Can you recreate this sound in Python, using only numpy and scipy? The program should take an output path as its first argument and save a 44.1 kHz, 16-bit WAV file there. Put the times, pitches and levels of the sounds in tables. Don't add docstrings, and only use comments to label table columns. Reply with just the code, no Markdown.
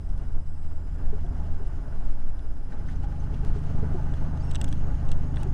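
import sys
import numpy as np
from scipy import signal
from scipy.fft import rfft, irfft
from scipy.io import wavfile
from scipy.ndimage import uniform_filter1d

SR = 44100
rng = np.random.default_rng(int(sys.argv[2]) if len(sys.argv) > 2 else 0)


def undo_db(level):
    steps = np.asarray(level, float) / 20
    return 10 ** steps


def generate_wav(signal):
    frames = np.transpose(np.atleast_2d(signal))
    scaled = np.clip(frames, -1, 1) * 32767
    pcm = np.round(scaled).astype(np.int16)
    wavfile.write(sys.argv[1], SR, pcm)


N = 244259

# [t/s, turns per s]
CRANK_SPEED = [(0, 25.55), (.5, 25.8), (.8, 25.75), (1.1, 26.05), (1.5, 26.12), (2.0, 25.9), (2.9, 25.72),
               (3.5, 25.55), (4.1, 25.39), (4.7, 25.27), (5.54, 25.1)]
# [t/s, level/dB]
ENGINE_LOAD = [(0, -36.5), (.33, -37.5), (.95, -37.5), (1.1, -35), (1.52, -33), (1.64, -41), (1.9, -40),
               (2.02, -47), (2.3, -52), (2.68, -52), (2.85, -38), (3.08, -35), (3.7, -33.5), (3.95, -30.5),
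               (4.21, -33.5), (4.52, -30.5), (4.85, -34), (5.54, -31)]
# [multiple of crank speed, level over the sixth order/dB]
OTHER_ORDERS = [(1, -2.5), (2, -9.5), (4, -15), (7, -11.5), (8, -12.5), (9, -18.5), (10, -21)]
# (level cruising/dB, share of load swing, gain pulling/dB)
FIFTH_ORDER, SIXTH_ORDER = (-52.5, .4, 14.3), (-49.5, 1.05, 8.64)
GEAR_TEETH, GEAR_DB = 48, -29
BEAT_DB, SPEED_WOBBLE = 1.4, .0007
PULL_FROM_S, PULL_RISE_S = 2.55, .39
PULL_FREES = .59

# [t/s, peak level/dB]
AXLE_HOPS = [(0.1, -32), (.38, -23), (.65, -23.5), (1.08, -20.5), (1.25, -30), (1.56, -27), (2.06, -19),
             (2.24, -18), (2.5, -27), (2.67, -30), (3.56, -24.5), (3.82, -22), (4.1, -28.5), (4.3, -31.5),
             (4.6, -23.5), (4.8, -20), (5.12, -16.5), (5.5, -26.5)]
CAB_SHAKES = [(.35, -25.5), (.78, -42), (1.05, -30), (1.31, -30.5), (1.5, -30), (1.7, -33), (2.0, -26),
              (2.58, -33), (2.9, -30.5), (3.47, -25.5), (3.8, -30.5), (4.0, -29.5), (4.2, -30.5),
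              (4.58, -35), (4.91, -32), (5.42, -27)]
DEEP_BOOMS = [(.1, -26.5), (.95, -27), (1.27, -27.5), (1.75, -27), (2.05, -28), (2.47, -33.5), (3.0, -26.5),
              (3.4, -24.5), (4.1, -25), (4.4, -36.5), (4.7, -25.5), (5.1, -27), (5.45, -39)]
# (half length/s, level between swells/dB)
HOP_SWELL, SHAKE_SWELL, BOOM_SWELL = (.097, -36.5), (.092, -38), (.19, -47)
HOP_HZ, SHAKE_HZ, BOOM_HZ, SWAY_HZ = 10.7, 17.5, 35.6, 7.0
SWAY_DB, SPRING_WANDER, BOOM_WANDER = -31, .035, .01
# [f/Hz, level/dB per Hz]
THUD_SPECTRUM = [(12, -41), (24, -7), (33, -2.0), (52, -1.5), (64, -13), (90, -19.5), (300, -81.5)]

# [t/s, level/dB]
ROAR_LEVEL = [(0, -56), (.2, -55), (.37, -54), (.39, -59.5), (.72, -57), (.95, -55.5), (.98, -52.5),
              (2.06, -52), (2.09, -53.5), (2.68, -56.5), (2.71, -52), (2.91, -52), (3.21, -51.5),
              (3.61, -48.5), (3.93, -48), (4.39, -49), (4.7, -48.5), (5.54, -48.5)]
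# [f/Hz, level/dB per Hz]
RUMBLE_SPECTRUM = [(13, -27.5), (22, -19), (45, -14), (99, -16), (196, -26.5), (275, -26), (328, -38.5),
                   (450, -44), (580, -83), (990, -120)]
ROAR_SPECTRUM = [(190, -11), (330, -3), (414, -3.5), (464, -8), (578, -5.5), (702, -5.5), (774, -9),
                 (840, -7), (972, -12), (1510, -15), (2300, -34.5), (2990, -51.5), (5060, -120)]
HISS_SPECTRUM = [(1120, -22.5), (1900, 1), (2580, -4), (2880, 1), (3640, -11), (3970, -6.5), (4750, -9.5),
                 (4880, -14), (5280, -11.5), (6140, -9), (8590, -19.5), (9360, -24), (10500, -18),
                 (13600, -57), (22000, -120)]
# [f/Hz, level/dB per Hz]
HISS_TOP = [(11500, -51), (13000, -80)]
# (level at mean roar/dB, share of roar swing, gain pulling/dB)
RUMBLE_LAW, HISS_LAW = (-51, .69, .68), (-68, .72, 1.66)
# [f/Hz, width/Hz, level over roar/dB]
BUZZING_PANELS = [(836, 46, -13), (1492, 274, -14.5)]
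FLOOR_PAN = (270.6, 49, -8)
PAN_PULL_DB = 5

# [t/s, f/Hz, level/dB]
TURBO_WHISTLE = [(0, 8150, -80), (.13, 7920, -87), (.3, 7670, -84), (.45, 7750, -84), (.6, 7930, -81),
                 (.7, 7820, -81), (1.0, 7150, -84), (1.2, 7000, -90), (1.45, 7130, -86), (1.62, 7350, -83),
                 (1.72, 7020, -81), (1.85, 6420, -88), (2.1, 5900, -99), (3.2, 5900, -95), (3.9, 6190, -83),
                 (4.4, 6445, -75), (4.8, 6595, -75), (5.54, 6695, -77)]

# [f/Hz, level/dB]
STEADY_WHINE = [(4802, -84), (5599, -86), (7402, -87), (9598, -88), (13501, -105)]
FLICKER_WHINE = [(11999, -91), (12452, -105), (11251, -108)]
PULSED_WHINE = [(5066, -76), (9071, -80), (12979, -104)]
PULSE_RATE_HZ, PULSE_MIDDLE_S, PULSE_SHARE = 13.39, .0395, .71
# [f/Hz, level/dB per Hz]
CIRCUIT_HISS = [(2060, -42.5), (3500, 1), (4580, -17), (4920, -9), (5350, -7), (9360, -2), (12400, -24),
                (13300, -28)]
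CIRCUIT_HISS_DB, CIRCUIT_FLICKER_DB = -79, .4

# [t/s, peak level/dB,
# treble peak level/dB]
TICKS = [(0.091, -61, -58), (0.1765, -55, -60), (0.324, -58, -63), (0.945, -66, -64), (0.9594, -61, -64),
         (1.2101, -66, -65), (1.345, -66, -67), (1.8108, -68, -74), (1.9555, -66, -62), (2.5561, -68, -65),
         (3.5324, -60, -67), (1.2632, -55, -64), (1.68, -70, -60), (1.8741, -64, -72), (2.0514, -66, -60),
         (2.392, -52, -62), (2.8834, -58, -72), (3.0014, -57, -69), (3.3424, -48, -68), (3.5903, -58, -60),
         (4.139, -43.5, -56), (4.3735, -49, -57),
         (4.4936, -55, -61), (4.5105, -42, -49), (4.5142, -41, -43), (4.536, -56, -54), (4.545, -48, -52),
          (4.548, -33, -45.5), (4.555, -31, -34.5), (4.5598, -34, -44), (4.586, -53, -66),
          (4.6137, -29.5, -34), (4.6426, -35, -34.5), (4.6795, -41, -54), (4.6877, -53, -47),
          (4.7167, -54, -56), (4.7263, -35, -44), (5.0399, -63, -69), (5.09, -43, -51), (5.111, -56, -66),
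          (5.1165, -33, -39.5), (5.126, -48, -61), (5.2584, -68, -75), (5.3423, -46, -62), (5.36, -45, -53),
          (5.369, -36.5, -64), (5.4311, -41, -44.5)]
# [f/Hz, width/Hz, level/dB]
TRIM_BODY = [(1610, 630, -2), (2780, 230, 5), (3370, 450, 4.5)]
TRIM_TREBLE = [(4800, 860, -16.5), (6020, 1190, 3.5), (6420, 1050, 4), (7900, 530, 3), (9880, 680, -4),
               (12200, 1800, -15)]

# [t/s, peak level/dB, f/Hz]
FLOOR_DRUMS = [(0.222, -46, 249), (0.689, -48, 239), (1.117, -41, 304), (1.352, -48, 237),
               (1.606, -53, 248), (1.745, -46.5, 292), (2.048, -44, 295), (2.569, -44, 252),
               (2.676, -44.5, 270), (3.001, -43, 237), (3.075, -44, 287), (3.233, -45, 230),
               (3.326, -37.5, 236), (3.621, -40.5, 256), (3.781, -35, 243), (3.858, -35, 266),
               (4.031, -40, 277), (4.112, -42, 304), (4.356, -40, 281), (4.448, -37, 259),
               (4.588, -37.5, 257), (4.707, -34, 280), (4.951, -37.5, 264), (5.259, -39, 240),
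               (5.339, -33.5, 270), (5.504, -41, 284),
               (1.03, -42, 199), (1.212, -44, 231), (1.621, -41, 128), (1.9, -37, 134), (1.971, -38, 159),
             (2.89, -39, 202), (3.289, -46, 197), (3.424, -38, 222), (3.828, -32, 205), (4.219, -38, 202),
             (4.441, -40, 200), (4.615, -32, 204), (4.83, -31.5, 195), (5.33, -42, 200)]
DRUM_DB = -4

# [t/s, peak level/dB, f/Hz]
PLATE_HUMS = [(1.05, -50, 528), (2.684, -53, 860), (3.344, -52, 650), (4.38, -49, 625), (5.395, -52, 890),
              (5.34, -45, 793), (1.243, -51, 716), (1.397, -46, 836), (3.035, -41, 816),
              (3.125, -44.5, 820), (3.232, -46, 846), (3.883, -50, 832), (3.983, -43.5, 857),
              (4.07, -42, 822), (4.347, -45, 830), (4.587, -42, 850), (5.425, -47, 854)]
# [t/s, peak level/dB, f/Hz]
LINKAGE_CLUNKS = [
    (1.0504, -56, 1540),
    (2.6844, -64, 1610),
    (2.7195, -45.5, 1550),
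    (2.8853, -43.5, 1520),
    (3.0348, -48.5, 1470),
    (3.116, -52, 1540),
    (4.1362, -49, 1810),
    (4.3804, -60, 1600),
    (5.368, -41, 1050),
]
# [t/s, peak level/dB, #
# f/Hz, overtone level/dB]
PANEL_KNOCKS = [(1.126, -35, 419, -31), (1.24, -43, 355, -7), (1.598, -40, 411, -25),
                (1.775, -50, 376, -17), (2.439, -47, 420, -20), (2.705, -35, 157, -16),
                (3.33, -46, 420, -3), (3.428, -39, 423, -7), (3.556, -35, 412, -13),
                (3.747, -40.5, 377, -11), (3.826, -34, 433, -33), (3.943, -30.5, 365, -10.5),
                (5.34, -48, 365, -12), (5.456, -32.5, 380, -19)]
# [t/s, peak level/dB, f/Hz]
METAL_TINKLES = [(1.245, -68, 5900), (1.40, -68, 6250), (2.12, -67, 5350), (2.885, -62, 6200),
                 (2.895, -66, 9400), (2.955, -62, 6100), (3.199, -58, 6220), (4.478, -57, 2760),
                 (4.775, -59, 6200), (4.488, -63, 2700), (2.73, -64, 3950), (5.406, -60, 3750)]
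# [t/s, peak level/dB]
DRY_SNAPS = [
    (3.4494, -31),
    (3.3702, -54),
    (2.7, -53),
    (1.68, -53),
]

# [t/s, length/s, level/dB]
CLOTH_RUSTLES = [
    (2.025, 0.042, -66),
    (2.717, 0.021, -67),
    (2.856, 0.083, -66),
    (3.026, .03, -66),
    (3.11, 0.022, -69),
    (3.45, .04, -68),
    (3.535, 0.07, -66.5),
    (5.374, 0.045, -60.5),
]
# [f/Hz, level/dB per Hz]
CLOTH_SPECTRUM = [(1500, -19), (3000, 5), (9000, -8), (11000, -31), (13000, -58)]

# [t/s, f/Hz, level/dB, gain per multiple/dB]
SQUEAKS = [
    [(2.075, 2730, -95, 0), (2.09, 2810, -77, 0), (2.12, 2850, -77, 0), (2.14, 2800, -95, 0)],
    [(4.398, 2330, -78, -8), (4.408, 2340, -64, -8), (4.42, 2400, -63, -6), (4.43, 2650, -66, -2),
     (4.445, 2750, -65, 1), (4.472, 2740, -66, 2), (4.48, 2680, -68, -5), (4.50, 2660, -65, -4),
     (4.51, 2660, -85, -4)],
    [(5.372, 2800, -85, 0), (5.382, 2830, -72, 3), (5.393, 2850, -64, 0), (5.405, 2900, -67, -5),
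     (5.418, 2950, -66, -7), (5.428, 2950, -85, -7)],
]
# [multiple of pitch, level/dB]
SQUEAK_TONES = [
    [(2, -12), (3, 0)],
    [(1, -13), (2, -2), (3, -5), (4, -17)],
    [(1, -3), (2, -13), (3, -5)],
]
# [flutter/dB, pitch jitter as a share]
SQUEAK_ROUGHNESS = [(1.5, .002), (3.5, .006), (5, .02)]

OFFSET = -.0082
CUTOFF_HZ = 14800


def rms_one(x):
    return x / np.sqrt(np.mean(x ** 2) + 1e-20)


def clock():
    return np.arange(N) / SR


def in_time(rows):
    s, *columns = np.transpose(rows)
    return [np.interp(clock(), s, column) for column in columns]


def drift(rate):
    r = np.exp(-80 * np.pi * rate / SR)
    chance = rng.standard_normal(N // 40 + 2002)
    slow = signal.lfilter([1], [1, -2 * r, r * r], chance)[2000:]
    return np.interp(np.arange(N) / 40, np.arange(len(slow)), rms_one(slow - slow.mean()))


def tone(hz):
    turns = np.cumsum(hz + np.zeros(N)) / SR + rng.random()
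    return np.sqrt(2) * np.sin(2 * np.pi * turns)


def resonance(x, hz, width):
    r = np.exp(-np.pi * width / SR)
    poles = [1, -2 * r * np.cos(2 * np.pi * hz / SR), r * r]
    return signal.lfilter([(1 - r * r) / 2, 0, (r * r - 1) / 2], poles, x)


def lowpass(x, order, hz):
    return signal.sosfilt(signal.butter(order, hz, fs=SR, output="sos"), x)


def coloured(spectrum, patchy_db):
    hz, db = np.transpose(spectrum)
    bins = np.maximum(np.fft.rfftfreq(N, 1 / SR), 1)
    gain = undo_db(np.interp(np.log(bins), np.log(hz), db))
    noise = irfft(rfft(rng.standard_normal(N)) * gain, N)
    return rms_one(noise * undo_db(patchy_db * drift(15.7)))


def burst(length_s, rise_s, fall_s):
    t = np.arange(round(length_s * SR)) / SR
    shape = (1 - np.exp(-t / rise_s)) * np.exp(-t / fall_s)
    return t, shape / shape.max()


def add(out, s, piece):
    i = round(s * SR)
    out[i:i + len(piece)] += piece[:N - i]


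def struck(rows, length_s, rise_s, fall_s):
    out = np.zeros(N)
    t, shape = burst(length_s, rise_s, fall_s)
    for s, db, hz in rows:
        add(out, s, undo_db(db) * shape * np.sin(2 * np.pi * hz * t))
    return out


def pull():
    return 1 - np.exp(-np.maximum(clock() - PULL_FROM_S, 0) / PULL_RISE_S)


def engine():
    turns, = in_time(CRANK_SPEED)
    turns = turns * (1 + SPEED_WOBBLE * drift(2.7))
    firing_db, = in_time(ENGINE_LOAD)
    load_swing = (1 - PULL_FREES * pull()) * (firing_db + 37)

    def order_db(cruising_db, share, pull_db):
        return cruising_db + share * load_swing + pull_db * pull() + BEAT_DB * drift(3.0)

    sixth_db = order_db(*SIXTH_ORDER)
    orders = [(3, firing_db), (5, order_db(*FIFTH_ORDER)), (6, sixth_db), (GEAR_TEETH, sixth_db + GEAR_DB)]
    orders += [(k, sixth_db + db) for k, db in OTHER_ORDERS]
    return sum(undo_db(db) * tone(k * turns) for k, db in orders)


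def swells(bumps, half_s, rest_db):
    now = clock()
    swing = sum(undo_db(db) * np.exp(-((now - s) / half_s) ** 2) for s, db in bumps)
    return 20 * np.log10(undo_db(rest_db) + swing)


def chassis():
    hop_db = swells(AXLE_HOPS, *HOP_SWELL)
    shake_db = swells(CAB_SHAKES, *SHAKE_SWELL)
    boom_db = swells(DEEP_BOOMS, *BOOM_SWELL)
    sway = undo_db(SWAY_DB) * tone(SWAY_HZ * (1 + .15 * drift(1.45)))
    hop = undo_db(hop_db) * tone(HOP_HZ * (1 + SPRING_WANDER * drift(3.6)))
    shake = undo_db(shake_db) * tone(SHAKE_HZ * (1 + SPRING_WANDER * drift(2.9)))
    boom = undo_db(boom_db - 7.5) * tone(BOOM_HZ * (1 + BOOM_WANDER * drift(5.2)))
    thuds = undo_db(.45 * boom_db - 23.0) * coloured(THUD_SPECTRUM, patchy_db=2.0)
    return sway + hop + shake + boom + thuds


def road_levels():
    roar_db, = in_time(ROAR_LEVEL)

    def follow(mean_db, share, pull_db):
        return mean_db + share * (roar_db + 54) + pull_db * pull()

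    return follow(*RUMBLE_LAW), roar_db, follow(*HISS_LAW)


def tyre_rumble():
    rumble_db = road_levels()[0]
    hz, width, db = FLOOR_PAN
    pan = resonance(resonance(rng.standard_normal(N), hz, width), hz, width)
    pan_db = rumble_db + db - 1.0 + PAN_PULL_DB * pull() + drift(5.3)
    rumble = undo_db(rumble_db + 10.5) * coloured(RUMBLE_SPECTRUM, patchy_db=1.13)
    return rumble + undo_db(pan_db) * rms_one(pan)


def tyre_roar():
    roar_db = road_levels()[1]
    roar = coloured(ROAR_SPECTRUM, patchy_db=1.55)
    for hz, width, db in BUZZING_PANELS:
        buzz = rms_one(resonance(rng.standard_normal(N), hz, width))
        roar = roar + undo_db(db + 1.84 * drift(21.0)) * buzz
    return undo_db(roar_db + 1.5) * roar


def wind_hiss():
    hiss_db = road_levels()[2]
    return undo_db(hiss_db - 1.5) * coloured(HISS_SPECTRUM[:-2] + HISS_TOP, patchy_db=2.0)


def turbo():
    hz, db = in_time(TURBO_WHISTLE)
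    return undo_db(db + 3.0 * drift(18)) * tone(hz + 8 * drift(25))


def camera():
    cycle = ((clock() - PULSE_MIDDLE_S) * PULSE_RATE_HZ + .5) % 1
    working = uniform_filter1d(1. * (np.abs(cycle - .5) < PULSE_SHARE / 2), size=100)
    steady = sum(undo_db(db + 1.0 * drift(11)) * tone(hz) for hz, db in STEADY_WHINE)
    flickering = sum(undo_db(db + 2.6 * drift(18)) * tone(hz) for hz, db in FLICKER_WHINE)
    pulsed = working * sum(undo_db(db) * tone(hz) for hz, db in PULSED_WHINE)
    hiss = undo_db(CIRCUIT_HISS_DB) * coloured(CIRCUIT_HISS, patchy_db=CIRCUIT_FLICKER_DB)
    return steady + flickering + pulsed + hiss


def trim_chatter():
    hiss_db = road_levels()[2]
    sizes = undo_db(3.0 * np.minimum(rng.exponential(1, N), 3)) * rng.choice([-1, 1], N)
    hits = rng.random(N) < 90 / SR
    clicks = signal.lfilter([.4], [1, -.6], sizes * hits + 1e-18)
    modes = TRIM_BODY + TRIM_TREBLE[:4]
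    chatter = sum(undo_db(db) * resonance(clicks, hz, width) for hz, width, db in modes)
    return undo_db(hiss_db - 13) * rms_one(lowpass(chatter, 4, 9000))


def trim_ring(crack, modes, peak_db):
    ring = sum(undo_db(db) * (-1) ** k * resonance(crack, hz, width) for k, (hz, width, db) in enumerate(modes))
    return undo_db(peak_db) * ring / np.abs(ring).max()


def ticks():
    out = np.zeros(N)
    t, dull = burst(.025, .000056, .0024)
    _, sharp = burst(.025, .00005, .0013)
    for s, body_db, treble_db in TICKS:
        noise = rng.standard_normal(len(t))
        add(out, s, trim_ring(lowpass(noise * dull, 2, 5500), TRIM_BODY, body_db))
        add(out, s, trim_ring(noise * sharp, TRIM_TREBLE, treble_db + 5.0))
    return lowpass(out + 1e-18, 3, 12000)


def drums():
    return undo_db(DRUM_DB) * struck(FLOOR_DRUMS, .16, .019, .016)


def plate_hums():
    return struck(PLATE_HUMS, .15, .00076, .025)


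def linkage_clunks():
    out = np.zeros(N)
    t, shape = burst(.12, .002, .0089)
    for s, db, hz in LINKAGE_CLUNKS:
        noise = rng.standard_normal(len(t))
        rattle = rms_one(resonance(resonance(noise, 1480, 700), 1600, 900))
        tones = np.sin(2 * np.pi * hz * t) + .82 * np.sin(2 * np.pi * 1780 * t)
        add(out, s, undo_db(db - 7.0) * shape * (tones + .87 * rattle))
    return out


def panel_knocks():
    out = np.zeros(N)
    t, shape = burst(.069, .008, .011)
    for s, db, hz, overtone_db in PANEL_KNOCKS:
        overtone = undo_db(overtone_db) * np.sin(2 * np.pi * 1.95 * hz * t)
        add(out, s, undo_db(db) * shape * (np.sin(2 * np.pi * hz * t) + overtone))
    return out


def tinkles():
    return struck(METAL_TINKLES, .06, .0013, .0077)


def snaps():
    out = np.zeros(N)
    _, shape = burst(.002, .00002, .00007)
    for s, db in DRY_SNAPS:
        add(out, s, undo_db(db) * shape)
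    return lowpass(out + 1e-18, 3, 12000)


def cloth():
    now = clock()
    brushing = sum(undo_db(db) * np.exp(-((now - s - length / 2) / length * 2) ** 4)
                   for s, length, db in CLOTH_RUSTLES)
    return brushing * coloured(CLOTH_SPECTRUM, patchy_db=2.5)


def squeaks():
    out, now = np.zeros(N), clock()
    for rows, tones, (flutter_db, jitter) in zip(SQUEAKS, SQUEAK_TONES, SQUEAK_ROUGHNESS):
        hz, db, tilt_db = in_time(rows)
        hz = hz * (1 + jitter * drift(80))
        sounding = (now > rows[0][0]) & (now < rows[-1][0])
        for k, tone_db in tones:
            level_db = db + tone_db + tilt_db * (k - 2) + flutter_db * drift(60)
            out += sounding * undo_db(level_db) * tone(k * hz)
    return out


def scene():
    from_end = np.minimum(np.arange(N), N - np.arange(N))
    ends = np.sin(np.pi / 2 * np.clip(from_end / 400, 0, 1)) ** 2
    deep = ends * (engine() + chassis())
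    road = tyre_rumble() + tyre_roar() + wind_hiss()
    whines = turbo() + camera()
    trim = trim_chatter() + ticks() + snaps() + cloth() + squeaks()
    blows = drums() + plate_hums() + linkage_clunks() + panel_knocks() + tinkles()
    return (deep + road + whines + trim + blows)[None]


def band_limit(x):
    return signal.sosfilt(signal.butter(12, 13560, fs=SR, output="sos"), x)


def record(dry):
    rounded = .9 * np.tanh(dry / .9)
    top_cut = signal.cheby2(8, 30, CUTOFF_HZ, fs=SR, output="sos")
    return band_limit(signal.sosfilt(top_cut, rounded) + OFFSET)


dry = scene()
out = record(dry)
generate_wav(out)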